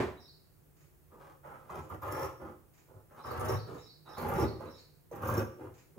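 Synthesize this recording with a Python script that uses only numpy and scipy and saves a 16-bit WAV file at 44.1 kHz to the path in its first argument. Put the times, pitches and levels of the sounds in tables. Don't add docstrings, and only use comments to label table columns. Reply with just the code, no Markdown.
import sys
import numpy as np
from scipy import signal
from scipy.fft import rfft, irfft
from scipy.io import wavfile
from scipy.ndimage import uniform_filter1d

SR = 44100
rng = np.random.default_rng(int(sys.argv[2]) if len(sys.argv) > 2 else 0)


def to_wav(sig):
    pcm = np.clip(np.atleast_2d(sig), -1, 1) * 32767
    pcm = np.round(pcm).astype(np.int16)
    wavfile.write(sys.argv[1], SR, pcm.T)


N = 263718
TIME = np.arange(N) / SR

# (f/Hz, level/dB per Hz)
CLATTER_SPECTRUM = [(24, -47), (40, -33), (64, 0), (177, -11), (239, -5), (338, -10.5), (373, 2),
                    (478, -12.5), (627, -8), (845, -14.5), (1000, -10.5), (1290, -18.5), (1730, -17.5),
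                    (2990, -29.5), (15000, -55)]
# (f/Hz, level/dB per Hz)
HISS_SPECTRUM = [(12, -51), (20, -23), (53, -6.5), (95, -6.5), (119, -11), (149, -1), (197, -20.5),
                 (365, -14.5), (570, -23), (1650, -31), (3310, -39.5), (4500, -40), (5030, -39.5),
                 (11300, -36), (15800, -31)]
# (f/Hz, level/dB)
HUM_TONES = [(64.6, -87), (145.3, -75.5), (344.5, -88)]
# (t/s, level/dB)
BIRD_CALLS = [(0.162, -57.5), (3.182, -59), (3.469, -55), (3.768, -57), (4.05, -56.5), (4.351, -54.5),
              (4.655, -58)]
# (t/s from its start, length/s, first f/Hz, last f/Hz, level/dB)
BIRD_NOTES = [(0, 0.035, 3820, 4070, -3.5), (0.028, .055, 5390, 5100, -0.5),
              (0.078, 0.038, 3673, 4230, -0.5), (0.11, 0.034, 4286, 4640, 0.5)]
# (t/s, level/dB)
CLOCK_STEPS = [(0.767, -67), (1.765, -64), (2.736, -65), (3.739, -60.5), (4.746, -64), (5.74, -62)]
# (f/Hz, level/dB per Hz)
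CLICK_SPECTRUM = [(1200, 6.5), (2400, 8), (3300, -3.5), (4500, 0), (6000, 1.5), (7100, 8), (8500, -15),
                  (12000, -10)]
# (t/s, length/s, rub of the cloth level/dB,
# lean on the table level/dB, rub of the edges level/dB)
SLIDES = [(1.095, 0.081, -58.5, 1, -99), (1.179, 0.14, -54.5, -6.5, -87), (1.42, 0.14, -49, -7.5, -71),
          (1.571, 0.14, -60, -4.5, -85), (1.8, 0.073, -58.5, 4, -78), (2.238, 0.062, -46, -4.5, -66),
          (2.38, 0.12, -50, 4.5, -73), (2.858, 0.14, -65, 6, -98), (3.085, 0.077, -58.5, -1, -74),
          (3.15, 0.053, -47.5, -12, -79), (3.653, 0.11, -50, 6, -70), (4.045, 0.11, -51.5, -3, -67),
          (4.445, 0.087, -56, 13.5, -80), (4.58, 0.11, -50, 3.5, -66.5), (5.101, 0.13, -48, 3, -67),
          (5.573, 0.1, -53.5, 8.5, -69), (5.945, .06, -65.5, 18, -88)]
# (t/s, length/s, starting force level/dB, swell/dB,
# lean on the table level/dB, keenness of the edges level/dB)
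CUTS = [(1.68, 0.11, -45, 1.5, -3, -3.5), (1.886, 0.059, -42.5, -3.5, -0.5, -3.5),
        (2.008, 0.24, -40.5, 3, -2.5, 0), (3.229, 0.31, -44.5, 8.5, 0, 0.5), (4.156, 0.28, -41.5, 6, 3, 3),
        (5.208, 0.2, -40.5, 4, 2.5, 3.5)]
# (t/s, level/dB, favoured f/Hz)
KNOCKS = [(2.948, -43.5, 99), (3.307, -27.5, 1238), (3.487, -22, 424), (3.546, -26, 112), (4.383, -23, 370),
          (4.423, -17, 380), (4.432, -28, 97.6), (4.602, -33, 701), (5.113, -33.5, 535), (5.285, -23, 1100),
          (5.299, -24.5, 123), (5.376, -19, 388), (5.584, -44, 520)]
# (t/s, level/dB, f/Hz at which the blades ring most)
BITES = [(1.701, -51, 6640), (1.894, -45, 14600), (2.021, -42.5, 13500), (2.068, -47, 14000),
         (2.123, -40, 12000), (2.208, -40, 14400), (2.2286, -37.5, 5500), (3.266, -44, 5420),
         (3.3109, -44, 14000), (3.3952, -41.5, 9750), (3.4456, -38.5, 9770), (3.486, -33.5, 5530),
         (4.1966, -43, 14420), (4.2192, -39, 12460), (4.287, -34.5, 12600), (4.3572, -41, 5520),
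         (4.4229, -32.5, 5400), (5.115, -51.5, 6400), (5.153, -49, 13900), (5.2222, -41.5, 13400),
         (5.274, -34.5, 15000), (5.2974, -31.5, 14800), (5.3732, -33, 13800)]
# (t/s, length/s, level/dB)
CLOSINGS = [(2.113, 0.18, -56.5), (3.476, 0.12, -58), (4.376, 0.068, -53.5), (5.366, 0.037, -50.5)]
# (f/Hz, level/dB)
TABLE_MODES = [(113.0, -39), (199.2, -84), (242.2, -49), (328.4, -45.5), (376.8, -36), (511.4, -43),
               (646.0, -58), (812.9, -47), (861.3, -46), (915.2, -50), (1001, -78), (1136, -45.5),
               (1233, -58), (1389, -93), (1572, -90)]
# (f/Hz, level/dB per Hz)
WOOD_SPECTRUM = [(40, -25), (75, 0.5), (110, 4.5), (150, -2), (195, -30.5), (245, -2.5), (290, -17.5),
                 (380, -10), (520, -3), (600, -12.5), (820, -8.5), (1250, -6), (1640, -20.5), (1870, -37),
                 (5000, -49)]
# (f/Hz, level/dB per Hz)
STEEL_SPECTRUM = [(2200, -41), (3200, -12), (4000, -17), (4800, -1), (6500, 4), (7500, 0.5), (8400, -32),
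                  (9800, -6), (11500, 4.5), (13800, 6.5), (15000, 6), (15800, -2.5)]
# (f/Hz, width/Hz before stroke() broadens it, level/dB)
BLADE_MODES = [(5530, 50, 6), (5900, 33, -3), (6450, 28, 7.5), (9750, 280, 4), (10330, 210, 7),
               (12900, 52, -24), (12900, 51, -11), (14200, 790, -15), (14900, 86, -33.5)]
# (f/Hz, width/Hz, level/dB)
SHUT_MODES = [(5540, 70, 6), (5710, 89, -0.5), (7360, 370, -4.5), (10800, 200, -3.5), (14100, 370, -1)]
# (f/Hz, level/dB per Hz)
FIBRE_SPECTRUM = [(1100, -6.5), (1550, 7), (2100, 0), (2700, -5), (3200, -8.5), (3900, -21.5),
                  (6000, -22.5)]
# (f/Hz, decay by 60 dB t/s)
ROOM_DECAY = [(100, 0.59), (400, 0.57), (1200, 0.47), (4500, 0.58), (8000, 0.42), (15000, 0.39)]
# (f/Hz, likeness from -1 to 1)
LIKENESS = [(30, .5), (70, .9), (150, .94), (300, .87), (640, .68), (1400, .38), (3100, .2), (5300, .25),
            (7000, .8), (10000, .9), (15000, .9)]
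# (f/Hz, likeness from -1 to 1)
BACKGROUND_LIKENESS = [(30, .4), (120, .45), (300, .15), (1000, 0), (5000, 0), (7000, .6), (9000, .95),
                       (15000, .97)]
# (f/Hz, phase/rad)
LEFT_LEAD = [(0, .1), (1200, .2), (2500, .4), (4500, 1.2), (6400, 0), (15500, 0)]

# (dB at the start, dB at the end)
CUT_SCRAPE_DB, CUT_WEIGHT_DB, CUT_SIZZLE_DB = (-5, 0.5), (-4.5, 0), (-20, -15.5)
CUT_ATTACK_S, CUT_RELEASE_S = 0.026, 0.019
SLIDE_ATTACK_S, SLIDE_RELEASE_S = 0.038, 0.033


def amp(db):
    return 10 ** (np.asarray(db) / 20)


def evened(x):
    return x / np.sqrt(np.mean(x ** 2) + 1e-20)


def unit(h):
    return evened(h) / np.sqrt(h.shape[-1])


def read(points, hz):
    f, value = np.transpose(points)
    return np.interp(np.log(hz + 1), np.log(f + 1), value)


def add(mix, s, sound):
    part = mix[..., max(round(s * SR), 0):][..., :sound.shape[-1]]
    part += sound[..., :part.shape[-1]]


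def through(x, response):
    return signal.fftconvolve(np.atleast_2d(x), response, axes=1)[:, :N]


def band(x, hz, kind, order=2):
    return signal.sosfilt(signal.butter(order, hz, kind, fs=SR, output="sos"), x)


def noise_pair(spectrum, size, likeness=LIKENESS):
    hz = np.fft.rfftfreq(size, 1 / SR)
    left, other = rfft(rng.standard_normal((2, size)))
    same = np.clip(read(likeness, hz), -1, 1)
    right = same * left + np.sqrt(1 - same ** 2) * other
    right = right * np.exp(-1j * read(LEFT_LEAD, hz))
    return evened(irfft(np.array([left, right]) * amp(read(spectrum, hz)), size))


def burst(spectrum, t60, size=16384):
    decay = amp(-60 * np.arange(size) / SR / t60)
    z = rfft(noise_pair([(20, 0), (20000, 0)], size) * decay)
    grain_bins = max(int(4 / t60 * size / SR), 3)
    local = np.sqrt(uniform_filter1d((abs(z) ** 2).mean(0), size=grain_bins))
    z *= amp(read(spectrum, np.fft.rfftfreq(size, 1 / SR))) / local
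    fade_out = np.minimum(np.linspace(2, 0, size), 1) ** 4
    return unit(irfft(z) * fade_out)


def ring(modes, size=16384):
    t, out = np.arange(size) / SR, np.zeros((2, size))
    for k, (hz, width, db) in enumerate(modes):
        lag = (-1) ** k * np.arccos(np.clip(read(LIKENESS, hz), -1, 1))
        sine = np.sin(2 * np.pi * hz * t - np.array([[0], [lag]]))
        out += amp(db) * unit(sine * np.exp(-np.pi * width * t))
    return unit(out)


def room(x, build_s=0.0009):
    noise = noise_pair([(20, 0.0054), (20000, 0)], SR)
    hz, t, z = signal.stft(noise, SR, nperseg=256)
    decay = amp(-60 * t / read(ROOM_DECAY, hz)[:, None])
    tail = signal.istft(z * decay * (1 - np.exp(-t / build_s)), SR, nperseg=256)[1]
    return through(x, unit(tail))


def clatter(level_db=-26.5, t60=0.41):
    ease_in = np.minimum(TIME / 0.002, 1)
    return ease_in * amp(level_db - 60 * TIME / t60) * noise_pair(CLATTER_SPECTRUM, N)


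def background(hum_db=-1, hiss_db=-62, waver_hz=7):
    def waver():
        return evened(band(rng.standard_normal(N), waver_hz, "low"))

    hum = np.zeros(N)
    for hz, db in HUM_TONES:
        swell = 1 + 0.22 * waver()
        hum += amp(db) * swell * evened(np.sin(2 * np.pi * hz * TIME + 1.5 * waver()))
    return amp(hum_db) * hum + amp(hiss_db) * noise_pair(HISS_SPECTRUM, N, BACKGROUND_LIKENESS)


def bird(level_db=-3, stray=0.0102, warble=0.037, warble_hz=280):
    out = np.zeros(N)
    for start, db in BIRD_CALLS:
        for delay, length, first_hz, last_hz, note_db in BIRD_NOTES:
            size = round(length * SR)
            waver = evened(band(rng.standard_normal(SR), warble_hz, "low"))[:size]
            bend = 1 + stray * rng.standard_normal() + warble * waver
            hz = np.linspace(first_hz, last_hz, size) * bend
            whistle = np.sin(2 * np.pi * np.cumsum(hz) / SR)
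            note = evened(whistle * signal.windows.tukey(size, 0.5))
            add(out, start + delay, amp(db + level_db + note_db) * note)
    return room(out)


def clock(second_click_s=0.04, level_db=-2, first_db=-3, direct_db=-12):
    out = np.zeros((2, N))
    for s, db in CLOCK_STEPS:
        for delay, click_db in ((0, first_db), (second_click_s, 0)):
            click = evened(burst(CLICK_SPECTRUM, 0.025, size=2048))
            add(out, s + delay, amp(db + level_db + click_db) * click)
    return amp(direct_db) * out + room(out)


def threads(size, per_s=620, spread_db=3.5, rub=0.45):
    rate = per_s * rng.exponential(1, size // 64 + 1).repeat(64)[:size]
    count = np.cumsum(rate) / SR
    snaps = np.diff(np.floor(count), prepend=0)
    snaps = snaps * amp(spread_db * rng.standard_normal(size)) * rng.choice([-1, 1], size)
    force = evened(snaps) + rub * rng.standard_normal(size)
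    return force / np.sqrt(uniform_filter1d(force ** 2, size=1100) + 1e-9)


def table_top(width_hz=18, modes_db=-4, dense_t60=0.066, spot_db=-0.9):
    modes = [(hz, width_hz + hz / 50, db + spot_db * rng.standard_normal()) for hz, db in TABLE_MODES]
    return unit(amp(modes_db) * ring(modes) + burst(WOOD_SPECTRUM, dense_t60))


def push(start, length, attack_s, release_s):
    t = np.arange(0, min(length + 6 * release_s, N / SR - start), 1 / SR)
    attack = np.sin(np.pi / 2 * np.minimum(t / attack_s, 1)) ** 2
    return np.minimum(t / length, 1), attack * np.exp(-np.maximum(t - length, 0) / release_s)


def stroke(crunch, scrape, sizzle, weight, low_hz=190, mid_hz=600, crunch_db=-1, scrape_db=-1.5,
           weight_db=-1, tear_db=-3, sizzle_db=-4, ring_db=-3, flutter_db=5.0, flutter_hz=36):
    size = len(crunch)
    top, snaps = table_top(), threads(size)
    high_top = unit(band(top, mid_hz, "high", order=4))
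    mid_top = unit(band(top, [low_hz, mid_hz], "band", order=4))
    low_top = unit(band(top, low_hz, "low", order=4))
    wood = amp(crunch_db) * through(snaps * crunch, high_top)
    wood += amp(scrape_db) * through(snaps * scrape, mid_top)
    wood += amp(weight_db) * through(snaps * weight, low_top)
    tear = amp(tear_db) * through(snaps * np.sqrt(crunch * sizzle), burst(FIBRE_SPECTRUM, 0.067))
    jerks = evened(band(rng.standard_normal(size), flutter_hz, "low"))
    flutter = evened(amp(flutter_db * jerks))
    grind = evened(snaps + 0.5 * rng.standard_normal(size))
    edges = amp(sizzle_db) * grind * sizzle * flutter
    broadened = [(hz, width + 40, db) for hz, width, db in BLADE_MODES]
    blades = unit(burst(STEEL_SPECTRUM, 0.06) + amp(ring_db) * ring(broadened))
    return wood + tear + through(edges, blades)


def slide(start, length, rub_db, lean_db, edges_db, fade_db=-2, weight_db=-5.5):
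    progress, envelope = push(start, length, SLIDE_ATTACK_S, SLIDE_RELEASE_S)
    speed = envelope * amp(fade_db * progress)
    scrape = speed * amp(rub_db + lean_db)
    return stroke(speed * amp(rub_db), scrape, speed * amp(edges_db), scrape * amp(weight_db))


def cut(start, length, force_db, swell_db, lean_db, keen_db):
    closed, envelope = push(start, length, CUT_ATTACK_S, CUT_RELEASE_S)
    crunch = envelope * amp(force_db + swell_db * closed)
    scrape = crunch * amp(np.interp(closed, [0, 1], CUT_SCRAPE_DB) + lean_db)
    sizzle = crunch * amp(np.interp(closed, [0, 1], CUT_SIZZLE_DB) + keen_db)
    weight = crunch * amp(np.interp(closed, [0, 1], CUT_WEIGHT_DB) + lean_db)
    return stroke(crunch, scrape, sizzle, weight)


def knocks(level_db=-3, touch_s=0.0027, chatter_s=0.0098, landing_db=9.5, landing_hz=1200):
    out, top, t = np.zeros((2, N)), table_top(), np.arange(1500) / SR
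    landings = [(s + CUT_ATTACK_S / 2, force_db + landing_db, landing_hz) for s, _, force_db, *_ in CUTS]
    for s, db, hz in landings + KNOCKS:
        chatter = threads(len(t)) * (1 - np.exp(-t / touch_s)) * np.exp(-t / chatter_s)
        blow = band(through(chatter, top), [hz / 1.203, hz * 1.195], "band")
        add(out, s - 0.002, amp(db + level_db) * blow / abs(blow).max())
    return out


def bites(level_db=-1, touch_s=0.0051, fade_s=0.015, ring_db=1, width_hz=450, threads_per_s=900):
    out, t = np.zeros((2, N)), np.arange(4000) / SR
    for s, db, hz in BITES:
        mode = ring([(hz, width_hz, 0)], size=2048)
        blades = unit(burst(STEEL_SPECTRUM, 0.0028, size=2048) + amp(ring_db) * mode)
        bundle = threads(len(t), threads_per_s) * (1 - np.exp(-t / touch_s)) * np.exp(-t / fade_s)
        snip = through(bundle, blades)
        add(out, s - 0.003, amp(db + level_db) * snip / abs(snip).max())
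    return out


def closings():
    out = np.zeros((2, N))
    for s, length, db in CLOSINGS:
        size = round(length * SR)
        grind = threads(size) * signal.windows.tukey(size, 0.4)
        add(out, s, amp(db) * through(grind, ring(SHUT_MODES, size=4096)))
    return out


def scissors():
    out = knocks() + bites() + closings()
    for row in SLIDES:
        add(out, row[0], slide(*row))
    for row in CUTS:
        add(out, row[0], cut(*row))
    return band(out, 63.0, "high", order=4)


def scene(room_db=-8, left_db=-1.56, right_db=-0.14):
    near = scissors()
    mix = clatter() + background() + bird() + clock() + near + amp(room_db) * room(near)
    return mix * amp([[left_db], [right_db]])


def record(dry, edge_hz=15820):
    low_pass = signal.firwin(1501, edge_hz, window=("kaiser", 9), fs=SR)
    return signal.oaconvolve(dry, low_pass[None], "same")


dry = scene()
out = record(dry)
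to_wav(out)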